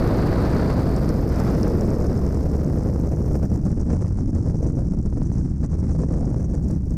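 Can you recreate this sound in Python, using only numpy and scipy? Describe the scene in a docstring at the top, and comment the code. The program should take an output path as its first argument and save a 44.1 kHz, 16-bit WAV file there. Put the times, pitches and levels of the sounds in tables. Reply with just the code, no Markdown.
"""Freefall wind on a helmet camera

Air tears past high above open ground. Large eddies buffet the microphone, smaller ones roar and rip,
and the air hisses, whistles and spits across its port. As the head turns, the dense rush thins into
a darker, sputtering flutter, broken by gusts and slaps. A limiter holds the peaks."""
import sys
import numpy as np
from scipy import signal
from scipy.fft import rfft, irfft, next_fast_len
from scipy.io import wavfile
from scipy.ndimage import uniform_filter1d, minimum_filter1d

SR = 44100
rng = np.random.default_rng(int(sys.argv[2]) if len(sys.argv) > 2 else 0)


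def materialize(psi):
    """Save the field psi as 16-bit PCM at rate SR to the path in sys.argv[1].

    A 1-D psi becomes a single channel; in a 2-D psi each row is a channel.
    """
    bounded = np.clip(np.atleast_2d(psi).T, -1, 1)
    quanta = np.round(bounded * 32767).astype(np.int16)
    wavfile.write(sys.argv[1], SR, quanta)


N = 307376
TIME = np.arange(N) / SR


def from_db(db):
    """Decibels to gain."""
    return 10 ** (np.asarray(db) / 20)


def unit_power(x):
    """Scale to an RMS of 1."""
    return x / np.sqrt(np.mean(x ** 2) + 1e-20)


def steady(x, size=SR // 10):
    """Ride the level to unit power over every short stretch; the faster flutter stays."""
    return x / np.sqrt(uniform_filter1d(uniform_filter1d(x ** 2, size), size // 2) + 1e-12)


def automation(table):
    """One curve for each column after the time, ramping from row to row."""
    times, *columns = np.transpose(table)
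    return [np.interp(TIME, times, column) for column in columns]


def colour(x, spectrum):
    """EQ by a curve drawn on a log-frequency axis; white noise keeps its power."""
    size = next_fast_len(N + SR // 4)
    hz = np.maximum(np.arange(size // 2 + 1) * SR / size, 1)
    points_hz, points_db = np.transpose(spectrum)
    gain = from_db(np.interp(np.log(hz), np.log(points_hz), points_db, left=-np.inf, right=-np.inf))
    return irfft(rfft(x, size) * unit_power(gain), size)[:N]


def drift(rate_hz, step=8):
    """Smooth random modulation with a spread of about 1, rolling off above rate_hz."""
    pole = np.exp(-2 * np.pi * rate_hz * step / SR)
    noise = rng.standard_normal((N + SR) // step + 2)
    slow = signal.lfilter([1], [1, -2 * pole, pole * pole], noise)[SR // step:]
    return np.interp(np.arange(N) / step, np.arange(len(slow)), unit_power(slow))


def tails(triggers, decay_s):
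    """Give every trigger an instant attack and an exponential decay."""
    return signal.lfilter([1], [1, -np.exp(-1 / (decay_s * SR))], triggers + 1e-12)


def resonance(centre_hz, width_hz):
    """Noise ringing in a narrow band whose centre may glide."""
    phase = 2 * np.pi * np.cumsum(centre_hz) / SR
    return unit_power(drift(width_hz) * np.cos(phase) + drift(width_hz) * np.sin(phase))


def turbulence(swing_db, spectrum):
    """Coloured pressure noise that comes in lumps."""
    return steady(colour(from_db(swing_db) * rng.standard_normal(N), spectrum))


def eddies(kicks_per_s=110):
    """Turbulent modulation: slow swirls, flutter, fine grain and sudden kicks, summed and soft-clipped."""
    churn = 0.23 * drift(22.2) + drift(84.0) + 1.21 * drift(247)
    arrivals = (rng.random(N) < kicks_per_s / SR) * rng.uniform(0.76, 1, N)
    kicks = tails(arrivals, decay_s=0.0084)
    cascade = unit_power(churn + 0.75 * unit_power(kicks - kicks.mean()))
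    return unit_power(np.tanh(cascade / 2))


# gusts tearing through the broken flow: (start [s], length [s], rise [dB])
GUST_CUES = [(3.297, 0.09, 7.5), (3.413, .066, 4), (3.495, 0.098, 5.5), (3.63, 0.12, 4.5),
             (3.875, .11, 7.5), (4.0, 0.055, 5.5), (4.06, .034, 10), (4.165, .055, 5.5), (4.341, 0.056, 11),
             (4.444, 0.076, 6), (4.605, 0.099, 5), (4.777, 0.038, 6), (4.905, 0.051, 8.5),
             (5.025, 0.061, 7.5), (5.15, 0.04, 7.5), (5.208, .035, 8.5), (5.303, .14, 4),
             (5.628, 0.039, 12), (5.774, 0.034, 5.5), (5.885, .045, 6), (5.981, 0.066, 7.5),
             (6.121, 0.056, 4.5), (6.185, 0.045, 1.5), (6.529, 0.048, 6), (6.665, 0.072, 11.5)]
# lulls, when the stream briefly lets go of the microphone: (start [s], length [s], drop [dB])
LULL_CUES = [(1.15, 0.18, -2), (3.144, .058, -2.5), (3.456, 0.049, -6), (3.575, 0.067, -5),
             (4.11, 0.039, -2.5), (4.886, 0.033, -6), (5.07, 0.046, -4), (5.499, 0.13, -7.5),
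             (5.66, 0.044, -14), (6.04, 0.038, -5.5), (6.458, 0.029, -11), (6.782, .087, -7)]


def gusts_and_lulls(attack_share=0.44):
    """Level ride in dB: each surge or lull is a rounded arch, a little quicker in than out."""
    ride_db = np.zeros(N)
    for start, length, db in GUST_CUES + LULL_CUES:
        progress = np.interp((TIME - start) / length, [0, attack_share, 1], [0, 0.5, 1])
        ride_db += db * np.sin(np.pi * progress)
    return ride_db


# low rumble EQ: (frequency [Hz], relative gain [dB])
BUFFET_EQ = [(12, -4.5), (25, -2), (45, -0.5), (100, -1.5), (165, -1.5), (240, -9), (330, -13.5),
             (480, -36.5), (800, -62)]
# eddies shed regularly by the helmet: (time [s], shedding rate [Hz], level against the rumble [dB])
SHEDDING = [(0, 63.4, -8), (.5, 61.16, -6.5), (1.05, 63.05, -4), (1.45, 57.3, -7), (1.75, 66.2, -18),
            (2.0, 70.37, -3), (2.3, 73.2, -1.5), (2.8, 68.4, -2.5), (3.15, 72.6, -4.5), (3.7, 66, -8),
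            (4.25, 97.86, -4), (4.6, 67, -10.5), (5.4, 65.8, -6), (5.85, 78, -4), (6.25, 66, -7),
            (6.97, 66, -4)]


def buffet(level_db, swirl):
    """Large eddies rumble on the microphone while the helmet's shedding adds a pitched throb."""
    throb_hz, throb_db = automation(SHEDDING)
    throb = from_db(throb_db) * steady(resonance(throb_hz, width_hz=3.15))
    rumble = turbulence(2.33 * swirl, BUFFET_EQ)
    return from_db(level_db) * steady(rumble + throb)


# low-mid roar EQ: (frequency [Hz], relative gain [dB])
ROAR_EQ = [(130, -1.5), (230, 1.5), (340, 0.5), (500, -2.5), (650, -10.5), (850, -20), (1300, -34.5),
           (2500, -65.5)]


def roar(level_db, swirl):
    """Mid-sized eddies on the housing give the wind its weight."""
    return from_db(level_db) * turbulence(4.0 * swirl, ROAR_EQ)


# midrange tearing EQ and its brighter edge: (frequency [Hz], relative gain [dB])
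RIP_EQ = [(350, -19), (620, 2), (950, -3.5), (1300, -7.5), (2000, -17), (2600, -24.5), (3300, -32),
          (4500, -36), (8000, -52)]
FINE_RIP_EQ = [(700, -0.5), (1400, 1.5), (2000, -5), (3000, -17), (4200, -12.5), (7000, -36)]


def rip(level_db, breakup, swirl):
    """Small eddies bunch into tearing bursts; the finest fade as the flow breaks up."""
    coarse = from_db(level_db) * turbulence(4.55 * swirl, RIP_EQ)
    fine = from_db(level_db - 5.0 - 9.7 * breakup) * turbulence(4.9 * swirl, FINE_RIP_EQ)
    return coarse + fine


# air bed EQ: (frequency [Hz], relative gain [dB])
BODY_RUSH_EQ = [(400, 1.5), (900, 0.5), (1600, -12), (2400, -18), (3400, -24.5), (4500, -25)]


def body_rush(swirl, level_db=-60):
    """Air streaming around the body lays a smooth bed between the gusts."""
    return from_db(level_db) * turbulence(1.6 * swirl, BODY_RUSH_EQ)


def port_filter(x, centre_hz, damping, block=1024):
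    """The port is a resonant high-pass: it rings at its moving centre and passes what lies above."""
    out, state = np.zeros(N), np.zeros(2)
    for i in range(0, N, block):
        g = np.tan(np.pi * centre_hz[i] / SR)
        poles = [1 + damping * g + g * g, 2 * (g * g - 1), 1 - damping * g + g * g]
        out[i:i + block], state = signal.lfilter([1, -2, 1], poles, x[i:i + block], zi=state)
    return out


# hiss EQ ahead of the port's resonance: (frequency [Hz], relative gain [dB])
HISS_EQ = [(1500, -7), (3000, -10), (4400, 4), (5600, -0.5), (6800, -1), (7800, -0.5), (9300, 2.5),
           (10400, -7.5), (11400, -14), (13000, -30)]


def port_hiss(air_db, port_hz, breakup, swirl, grain):
    """Air across the port makes a resonant hiss and a breathy whistle that rings best in smooth flow."""
    rush = turbulence(2.6 * swirl + 0.6 * grain, HISS_EQ)
    hiss = from_db(air_db - 3.0) * unit_power(port_filter(rush, port_hz, damping=0.22))
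    whistle = steady(resonance(port_hz, width_hz=590) * from_db(5.8 * swirl))
    return hiss + from_db(air_db - 2.5 - 12.6 * breakup) * whistle


# top-end sizzle EQ: (frequency [Hz], relative gain [dB])
SIZZLE_EQ = [(6000, -30), (8500, -14.5), (10200, -1.5), (11300, -8), (12100, 3), (12900, 2.5),
             (15100, -5.5), (16000, -18)]
# sizzle fader, before gusts and trim: (time [s], level [dB])
SIZZLE_FADER = [(0.0, -56), (0.7, -59), (1.5, -56.5), (2.2, -63), (3.35, -65.5), (4.1, -83.0),
                (4.72, -76.0), (5.15, -86.0), (6.05, -82), (6.7, -75), (6.97, -73.0)]


def port_sizzle(gust_db, swirl, grain):
    """Air at the port adds a thin, grainy sizzle at the very top."""
    fader_db, = automation(SIZZLE_FADER)
    return from_db(fader_db + 0.7 * gust_db - 1.0) * turbulence(2.0 * swirl + 7.5 * grain, SIZZLE_EQ)


# sharp spits at the port: (time [s], relative level [dB])
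SPIT_CUES = [(0.964, -19), (1.091, -20), (1.4, -24.5), (1.631, -23), (1.68, -27), (1.81, -23),
             (1.904, -28.5), (2.068, -25), (2.176, -32), (2.346, -27), (2.786, -27), (6.907, -32)]
# crackle and spit EQ ahead of the port's resonance: (frequency [Hz], relative gain [dB])
SNAP_EQ = [(3500, -24), (4600, 0), (5400, 0.5), (6400, -1.5), (8000, -0.5), (9600, -1), (10500, -7.5),
           (11500, -15.5), (15000, -25)]


def port_crackle(air_db, port_hz, breakup, snaps_per_s=200):
    """Tiny vortices snap at the port in puffs of noise, harder as the flow breaks up; a few spit loudly."""
    arrivals = rng.random(N) < snaps_per_s / SR
    sizes = arrivals * from_db(-np.minimum(rng.exponential(1, N), 2))
    puffs = tails(sizes, decay_s=0.00081) * rng.standard_normal(N)
    crackle = from_db(air_db - 16.0 + 1.4 * breakup) * steady(puffs, size=SR // 12)
    times, spit_db = np.transpose(SPIT_CUES)
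    triggers = np.zeros(N)
    triggers[(times * SR).astype(int)] = from_db(spit_db - 21.0)
    spits = tails(triggers, decay_s=0.0011) * rng.standard_normal(N)
    snaps = colour(crackle + spits, SNAP_EQ)
    # three passes cut steeply below the port's resonance
    for ratio, damping in [(1.14, 0.82), (0.97, 0.53), (1.0, 0.31)]:
        snaps = port_filter(snaps, port_hz * ratio, damping)
    return snaps


# hits on the housing: (time [s], relative peak [dB])
SLAP_CUES = [(1.989, -28), (2.325, -33), (2.881, -38), (3.055, -31), (3.434, -41), (3.502, -38),
             (3.556, -38), (3.906, -28), (4.012, -31), (4.187, -28), (4.499, -34), (4.662, -35),
             (5.127, -30.5), (5.219, -26), (5.318, -31), (5.642, -31), (5.899, -35.5), (6.345, -26.5)]
# dull slap EQ: (frequency [Hz], relative gain [dB])
SLAP_EQ = [(120, -12), (300, 2), (550, 3), (900, -2), (1400, -14.5), (2200, -27.5), (3300, -35),
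           (6000, -31)]


def slaps(boost_db=5.0):
    """Single hard eddies slap the housing, each one pressure pulse of either polarity."""
    times, peak_db = np.transpose(SLAP_CUES)
    clicks = np.zeros(N)
    clicks[(times * SR).astype(int)] = from_db(peak_db + boost_db) * rng.choice([-1, 1], len(times))
    unit_peak = colour(signal.unit_impulse(N), SLAP_EQ)[0]
    return colour(clicks, SLAP_EQ) / unit_peak


# short fizzing bursts: (time [s], level [dB])
SPUTTER_CUES = [(3.655, -53), (3.81, -50.5), (4.28, -60), (4.57, -56), (4.63, -54), (4.675, -51),
                (5.26, -53), (5.33, -54), (5.42, -56), (5.72, -58), (5.92, -51), (6.405, -57),
                (6.45, -50.5), (6.575, -62), (6.75, -60)]
# fizz EQ, peaking just above the port's resonance: (frequency [Hz], relative gain [dB])
SPUTTER_EQ = [(5400, -20), (5800, 4), (6500, 0), (7200, -9), (8500, -11), (10000, -24)]


def port_sputters(grain, width_s=0.0063):
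    """The broken flow catches the port in brief, grainy bursts."""
    bursts = sum(from_db(db) * np.exp(-0.5 * ((TIME - at) / width_s) ** 2) for at, db in SPUTTER_CUES)
    return bursts * turbulence(4.0 * grain, SPUTTER_EQ)


# the airstream before gusts, easing as the head turns: (time [s], roar level [dB], rip level [dB])
FLOW_FADERS = [(0.0, -23.0, -33.5), (0.6, -23.5, -32), (1.0, -26.0, -38.5), (1.29, -23.5, -40),
               (1.37, -27, -35), (1.55, -23.5, -36), (1.75, -23.0, -40.0), (2.3, -28.5, -43.5),
               (3.0, -28, -46), (3.6, -35.5, -51), (3.95, -34.5, -50.5), (4.22, -42.5, -55.0),
               (4.65, -31.5, -52.5), (5.0, -42, -59), (5.55, -43.5, -52.5), (6.2, -30.5, -50),
               (6.55, -37, -54.0), (6.97, -44, -58.5)]
# what the flow's angle sets: (time [s], port resonance [Hz], breakup [0 smooth, about 1 fully broken])
FLOW_ANGLE = [(0, 4370, 0.3), (.8, 4520, 0.45), (1.3, 5054, 0.37), (2.1, 5282, 0.59), (3.1, 5520, 1.03),
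              (4.2, 5556, 1.33), (5.4, 5649, 1.06), (6.97, 5640, 1.06)]


def scene():
    """One turbulent stream drives every layer, from the buffet to the hiss."""
    roar_db, rip_db = automation(FLOW_FADERS)
    port_hz, breakup = automation(FLOW_ANGLE)
    swirl = breakup * eddies()
    # the layers follow the flow's swing and the gusts by different shares
    flow_db = rip_db - rip_db.mean()
    gust_db = gusts_and_lulls()
    air_db = -56 + 0.5 * flow_db + 0.69 * gust_db
    wind = (buffet(-20 + 0.084 * flow_db + 0.35 * gust_db, swirl)
            + roar(roar_db + 0.93 * gust_db, swirl)
            + rip(rip_db + gust_db, breakup, swirl)
            + slaps()
            + body_rush(swirl))
    grain = 2 * np.tanh(drift(320) / 2)  # fast flicker in the treble
    port = (port_hiss(air_db, port_hz, breakup, swirl, grain)
            + port_sizzle(gust_db, swirl, grain)
            + port_sputters(grain)
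            + port_crackle(air_db, port_hz, breakup))
    return (wind + port)[None]


def limiter(x, ceiling_db, size=SR // 150):
    """The gain ducks smoothly around each peak that nears the ceiling."""
    gain = (1 + (np.abs(x) / from_db(ceiling_db)) ** 8) ** (-1 / 8)
    return x * uniform_filter1d(minimum_filter1d(gain, size), size)


def record(dry):
    """Peaks are held down, then a steep low-pass cuts the top."""
    cutoff_hz = 15500
    held = limiter(dry * from_db(-0.32), ceiling_db=-10.0)
    return signal.sosfilt(signal.ellip(10, 0.1, 80, cutoff_hz, fs=SR, output="sos"), held)


dry = scene()
out = record(dry)
materialize(out)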